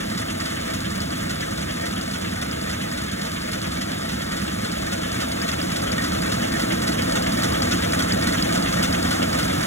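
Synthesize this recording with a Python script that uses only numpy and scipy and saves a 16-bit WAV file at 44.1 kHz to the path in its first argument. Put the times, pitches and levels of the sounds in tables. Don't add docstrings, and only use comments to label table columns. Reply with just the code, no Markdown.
import sys
import numpy as np
from scipy import signal
from scipy.fft import rfft, irfft, next_fast_len
from scipy.io import wavfile
from scipy.ndimage import uniform_filter1d

SR = 44100
rng = np.random.default_rng(int(sys.argv[2]) if len(sys.argv) > 2 else 0)


def generate_wav(sig):
    pcm = np.round(np.clip(np.atleast_2d(sig).T, -1, 1) * 32767).astype(np.int16)
    wavfile.write(sys.argv[1], SR, pcm)


N = 426006
TIME = np.arange(N) / SR
CRANK_HZ, KNIFE_HZ, SIEVE_HZ = 36.39, 9.985, 3.588
CLATTER_RISE_DB = 5.5


# (frequency [Hz], level [dB])
RUMBLE_SPECTRUM = [(20, -82.5), (32, -66), (44, -61.5), (70, -54.5), (100, -54), (135, -57), (190, -52),
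                   (260, -58), (330, -60), (400, -67.5), (600, -68.5), (1500, -101)]
# (multiple of the knife rate [-], level [dB])
HEADER_DRONE = [(7, -54), (8, -51.5), (9, -46.5), (10, -47.5), (12, -45.5), (14, -54), (16, -41.5),
                (18, -39), (19, -50.5), (20, -39), (21, -47.5), (22, -47.5), (24, -48), (25, -49.5),
                (27, -44.5), (30, -48), (35, -58)]
# (frequency [Hz], level [dB])
BOOM_SPECTRUM = [(150, -82), (205, -59.5), (240, -55), (285, -56), (320, -57.5), (360, -63), (450, -92)]
def thresher(clock):
    turns = KNIFE_HZ * clock
    throb = 1 + .18 * np.cos(2 * np.pi * (2 * turns - .3))
    rumble = body(hiss() * throb, RUMBLE_SPECTRUM)
    drone = tones(turns + .0022 * walk(2.05), HEADER_DRONE, waver_db=2)
    boom = body(hiss() * throb, BOOM_SPECTRUM)
    return nearing(rise_db=4.5) * (rumble + drone) + nearing(rise_db=9) * boom


# (multiple of the crank rate [-], level [dB])
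DIESEL_ORDERS = [(2, -47.5), (3, -48.5), (7, -46), (9, -40.5), (12, -54), (13, -52.5), (17, -50), (18, -47),
                 (19, -51.5)]
def engine(clock):
    return tones(CRANK_HZ * clock + .007 * walk(2), DIESEL_ORDERS, waver_db=1.5)


# (frequency [Hz], level [dB])
ROAR_SPECTRUM = [(200, -72), (400, -64), (520, -55.5), (700, -59), (950, -66), (1300, -64), (3000, -104.5)]
# (frequency [Hz], width [Hz], level [dB])
HOUSING_MODES = [(638, 30, -55.5)]
def drum_roar():
    return body(hiss() * amp(.5 * walk(9)), ROAR_SPECTRUM, HOUSING_MODES)


# (frequency [Hz], level [dB])
STEEL_SPECTRUM = [(300, -100), (900, -67), (2500, -69), (4000, -62.5), (6300, -70.5), (8300, -69.5),
                  (11000, -76), (13000, -86), (16000, -81)]
# (frequency [Hz], width [Hz], level [dB])
KNIFE_MODES = [(4150, 300, -64), (4800, 520, -65), (8200, 700, -70)]
# (frequency [Hz], level [dB])
SHEAR_SPECTRUM = [(400, -78), (1000, -92), (1800, -68), (2500, -70), (3500, -70), (4600, -85), (6200, -71),
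                  (8300, -75.5), (11500, -77.5), (13000, -99), (16000, -102)]
def knife(clock):
    turns = KNIFE_HZ * clock
    tick = strokes(turns, phase=.974, db=-2.7, scatter_db=1.2, rise_s=.0025, decay_s=.007)
    tick_back = strokes(turns, phase=.463, db=-8, scatter_db=2, rise_s=.0022, decay_s=.0085)
    shear = strokes(turns, phase=.01, db=-1, scatter_db=.8, rise_s=.012, decay_s=.022)
    shear_back = strokes(turns, phase=.53, db=-4.8, scatter_db=1.2, rise_s=.012, decay_s=.025)
    ragged = amp(1.8 * walk(130))
    steel = np.hypot(tick, tick_back) * crackle(per_s=10000, spread_db=3)
    stalks = np.hypot(shear, shear_back) * ragged * crackle(per_s=9000, spread_db=1)
    return body(steel, STEEL_SPECTRUM, KNIFE_MODES) + body(stalks, SHEAR_SPECTRUM)


# (time [s], level [dB])
HARD_STRIKES = [(.179, -25), (.401, -24.5), (.459, -23.5), (1.003, -24.5), (2.512, -21.5), (2.914, -24),
                (4.715, -22.5), (5.215, -23), (5.316, -20.5), (5.416, -20), (5.515, -22), (5.615, -21.5),
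                (5.917, -22), (6.879, -21.5), (7.62, -17), (7.721, -19), (7.921, -19.5), (8.121, -16.5),
                (8.423, -14.5), (8.524, -19), (8.623, -19), (8.924, -20)]
# (frequency [Hz], width [Hz], level [dB])
HEAD_MODES = [(4700, 260, -43), (4930, 260, -44), (5250, 200, -47), (5540, 160, -51)]
def knife_head(clock):
    click_shape = dict(rise_s=.0016, decay_s=.0021)
    regular = strokes(KNIFE_HZ * clock, phase=.977, db=-28, scatter_db=1.8, **click_shape)
    hard = bursts(*np.transpose(HARD_STRIKES), **click_shape)
    clicks = np.maximum(nearing(CLATTER_RISE_DB) * regular, hard)
    ring = unsteady_note(hz=4780, drift_cycles=.13, drift_per_s=500)
    scrape = unit(body(hiss(), STEEL_SPECTRUM, HEAD_MODES))
    ring_share = .7
    return clicks * (np.sqrt(ring_share) * ring + np.sqrt((1 - ring_share) / 2) * scrape)


# (frequency [Hz], level [dB])
PAN_SPECTRUM = [(300, -90), (600, -56.5), (950, -99), (1700, -63.5), (2500, -67.5), (3400, -65.5),
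                (4300, -79), (8000, -86.5), (12000, -105), (16000, -113)]
# (frequency [Hz], width [Hz], level [dB])
LINK_MODES = [(654, 64, -53.5), (1210, 130, -63), (1520, 125, -65.5), (1804, 86, -62), (1854, 64, -56),
              (2280, 130, -63)]
def sieves(clock):
    turns = SIEVE_HZ * clock
    scuff = strokes(turns, phase=.0091, db=3.5, scatter_db=.5, rise_s=.0035, decay_s=.019)
    knock = strokes(turns, phase=.416, db=4.5, scatter_db=.8, rise_s=.001, decay_s=.007)
    hard_knock = bursts(times=np.array([4.864]), db=[10.5], rise_s=.001, decay_s=.007)
    chatter = strokes(turns, phase=.46, db=-.5, scatter_db=.8, rise_s=.004, decay_s=.023)
    blows = np.hypot(np.maximum(knock, hard_knock), chatter)
    note = unsteady_note(hz=1865, drift_cycles=.12, drift_per_s=60)
    ring = amp(-38.5) * nearing(rise_db=3.5) * blows * note
    pan = body(scuff * hiss(), PAN_SPECTRUM)
    link = body(blows * hiss(), STEEL_SPECTRUM, LINK_MODES, spectrum_db=-8.5)
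    return pan + link + ring


# (frequency [Hz], width [Hz], level [dB])
CLANK_MODES = [(654, 150, -59.5), (1960, 70, -55), (2720, 140, -66), (3560, 95, -62), (5260, 180, -71)]
def clanks(clock):
    turns = SIEVE_HZ * clock
    reversal = strokes(turns, phase=.619, db=.5, scatter_db=.5, rise_s=.003, decay_s=.02)
    hard_s, hard_db = 8.84, 3.5
    force = amp(hard_db * (np.abs(TIME - hard_s) < .5 / SIEVE_HZ))
    ringing = strokes(turns, phase=.63, db=-31.5, scatter_db=1.2, rise_s=.005, decay_s=.017)
    plate = ringing * unsteady_note(hz=1456, drift_cycles=.3, drift_per_s=8)
    rattle = body(force * reversal * crackle(per_s=5900, spread_db=-4.5), STEEL_SPECTRUM, CLANK_MODES)
    return nearing(rise_db=5.5) * rattle + nearing(rise_db=8.5) * plate


# (frequency [Hz], time to fall 60 dB [s], level [dB])
GUARD_RINGS = [(1145, .055, -49.5), (1245, .1, -44), (1320, .08, -46.5), (1400, .08, -48.5),
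               (1604, .09, -50), (1785, .07, -47), (1905, .06, -47)]
def guards(clock):
    taps_per_s, scatter_db = 260, 1.5
    jolt = strokes(KNIFE_HZ * clock, phase=.02, db=1.5, scatter_db=1, rise_s=.002, decay_s=.01)
    taps = (rng.random(N) < taps_per_s / SR) * amp(scatter_db * rng.standard_normal(N)) * (1 + jolt)
    t = TIME[:SR // 4]
    rattle = np.zeros(N)
    for hz, t60, db in GUARD_RINGS:
        ring = amp(-60 * t / t60) * np.sin(2 * np.pi * hz * t)
        strikes = taps * rng.uniform(-1, 1, N)
        rattle += amp(db) * unit(signal.oaconvolve(strikes, ring)[:N])
    return rattle


# (frequency [Hz], level [dB])
CHAFF_SPECTRUM = [(400, -68.5), (900, -74), (1400, -73), (2150, -64), (2450, -66), (3100, -72),
                  (3900, -64.5), (5500, -109), (6500, -72), (9600, -83.5), (11700, -79), (12700, -89),
                  (16000, -81)]
# (frequency [Hz], width [Hz], level [dB])
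PANEL_MODES = [(1240, 170, -63), (1420, 110, -66), (1620, 130, -65.5), (1800, 130, -66), (2630, 110, -70.5),
               (3050, 150, -70.5), (3560, 260, -70), (4170, 200, -68), (4400, 200, -68), (4720, 260, -67),
               (4920, 130, -70), (5240, 200, -70), (5540, 160, -72.5), (6050, 250, -76), (8170, 600, -73),
               (8700, 500, -78), (9650, 350, -78)]
# (frequency [Hz], level [dB])
SNAP_SPECTRUM = [(2000, -99), (6000, -110), (10500, -80.5), (13000, -105), (16000, -103)]
def straw():
    surge = amp(.55 * walk(15))
    flow = surge * (.62 * hiss() + .25 * crackle(per_s=2600, spread_db=2))
    snaps = crackle(per_s=690, spread_db=4)
    return body(flow, CHAFF_SPECTRUM, PANEL_MODES) + body(snaps, SNAP_SPECTRUM)


# (start [s], length [s], pitch [Hz], level [dB])
STEEL_RUBS = [(0, .55, 4460, -47), (2.8, 1.8, 4930, -49), (8.9, .25, 4440, -44)]
def squeals():
    out = np.zeros(N)
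    for start, length, hz, db in STEEL_RUBS:
        progress = np.clip((TIME - start) / length, 0, 1)
        swell = np.sqrt(np.abs(np.sin(np.pi * progress)))
        out += amp(db + 3 * walk(25)) * swell * unsteady_note(hz, drift_cycles=.3, drift_per_s=70)
    return out


# (frequency [Hz], gain [dB])
WALL_NOTCHES = [(2050, 0), (2330, -1.5), (2440, -3), (2570, 0), (3680, 0), (3790, -6), (3950, -4),
                (4120, 0), (6150, 0), (6400, -2), (6800, 0)]
def walls(clatter):
    return body(clatter, WALL_NOTCHES)


# (frequency [Hz], gain [dB])
FIELD_SCATTER = [(80, -32.5), (300, -17), (1000, -14.5), (1700, -4.5), (3500, -6.5), (4800, -53),
                 (5800, -0.5), (9000, -40), (16000, -12)]
def field(x):
    scattered = body(x, FIELD_SCATTER)
    late = [np.pad(scattered, (int(lag_s * SR), 0))[:N] for lag_s in (.007, .011)]
    return np.array([side * walk(90) for side in late])


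# (frequency [Hz], left minus right [dB], left's phase lead [rad])
MICROPHONE_PAIR = [(60, -1.2, 0), (140, -3.3, .1), (200, -4.8, 0), (250, .5, .2), (330, .2, 1.7),
                   (550, 0, 2.7), (1000, 0, 2.4), (1420, -.8, 1.1), (1550, 2.2, -.3), (1690, -3, -.9),
                   (1725, -4, 2.1), (1820, .5, 1.9), (2380, -.3, 1.8), (2480, -.5, 2.7), (2700, 0, 2),
                   (3200, 0, 1.3), (3700, 0, 1.6), (4750, 0, 3.14), (5500, 0, 4.75), (6850, 0, 6.28),
                   (15300, 0, 18.85)]
def microphone_ports(x):
    size = next_fast_len(N + SR // 10)
    f = np.fft.rfftfreq(size, 1 / SR)
    hz, balance_db, lead = np.transpose(MICROPHONE_PAIR)
    left = amp(np.interp(f, hz, balance_db) / 2) * np.exp(.5j * np.interp(f, hz, lead))
    return irfft(rfft(x, size) * np.array([left, 1 / left]), size)[:, :N]


# (time [s], share of working speed [-])
SPEED_CURVE = [(2.25, .9952), (2.35, .999), (3.6, .9985), (4, 1.0025), (4.6, 1.0025), (5, .9995),
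               (8, .9995), (8.6, .997), (9.66, .9965)]
def drive_clock():
    return np.cumsum(np.interp(TIME, *np.transpose(SPEED_CURVE))) / SR


def nearing(rise_db):
    start_s, end_s = 4.27, 7.35
    return unit(amp(rise_db * np.interp(TIME, [start_s, end_s], [0, 1])))


def strokes(turns, phase, db, scatter_db, rise_s, decay_s):
    times = np.interp(np.arange(int(turns[-1] - phase) + 1) + phase, turns, TIME)
    return bursts(times, db + scatter_db * rng.standard_normal(len(times)), rise_s, decay_s)


def bursts(times, db, rise_s, decay_s):
    t = TIME[:SR // 4]
    shape = (1 - np.exp(-t / rise_s)) * np.exp(-t / decay_s)
    blows = np.bincount(np.clip(times * SR, 0, N - 1).astype(int), amp(db) ** 2, N)
    return np.sqrt(np.abs(signal.oaconvolve(blows, (shape / shape.max()) ** 2)[:N]))


def body(x, spectrum, modes=(), spectrum_db=0, size=8192):
    f = np.fft.rfftfreq(size, 1 / SR) + 1e-3
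    curve_hz, curve_db = np.transpose(spectrum)
    power = amp(np.interp(np.log(f), np.log(curve_hz), curve_db) + spectrum_db) ** 2
    for hz, width, db in modes:
        detuning = (f / hz - hz / f) * hz / width
        power += amp(db) ** 2 / (1 + detuning ** 2 / 2) ** 2
    cepstrum = irfft(np.log(power) / 2)
    cepstrum[1:size // 2] *= 2
    cepstrum[size // 2 + 1:] = 0
    response = irfft(np.exp(rfft(cepstrum)))[:size // 2]
    return signal.oaconvolve(x, response)[:N]


def tones(turns, orders, waver_db):
    out = np.zeros(N)
    for order, db in orders:
        level = np.sqrt(2) * amp(db + waver_db * walk(3.2))
        out += level * np.sin(2 * np.pi * (order * turns + rng.random()))
    return out


def unsteady_note(hz, drift_cycles, drift_per_s):
    return np.sin(2 * np.pi * (hz * TIME + drift_cycles * walk(drift_per_s)))


def crackle(per_s, spread_db):
    snaps = (rng.random(N) < per_s / SR) * rng.choice([-1, 1], N)
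    sizes = amp(spread_db * np.minimum(rng.exponential(size=N), 6))
    return unit(snaps * sizes) * np.sqrt(SR / 2)


def hiss():
    return rng.standard_normal(N) * np.sqrt(SR / 2)


def walk(per_s):
    hold = max(int(SR / per_s), 1)
    steps = np.repeat(rng.standard_normal(N // hold + 1), hold)
    return unit(uniform_filter1d(uniform_filter1d(steps, hold), hold)[:N])


def amp(db):
    return 10 ** (np.asarray(db) / 20)


def unit(x):
    return x / np.sqrt(np.mean(x ** 2))


def scene():
    clock = drive_clock()
    rumble = nearing(rise_db=3.5) * engine(clock) + thresher(clock)
    crop = nearing(rise_db=3.2) * straw()
    clatter = nearing(CLATTER_RISE_DB) * (knife(clock) + sieves(clock)) + knife_head(clock)
    rattle = clanks(clock) + nearing(rise_db=5.5) * guards(clock)
    machine = rumble + walls(crop + clatter + rattle) + squeals() + nearing(rise_db=6.5) * drum_roar()
    return microphone_ports(machine) + field(machine)


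def record(dry):
    bottom_hz, top_hz = 36, 15700
    lean = signal.sosfilt(signal.butter(6, bottom_hz, "high", fs=SR, output="sos"), dry)
    return signal.sosfilt(signal.ellip(10, .2, 80, top_hz, fs=SR, output="sos"), lean)


dry = scene()
out = record(dry)
generate_wav(out)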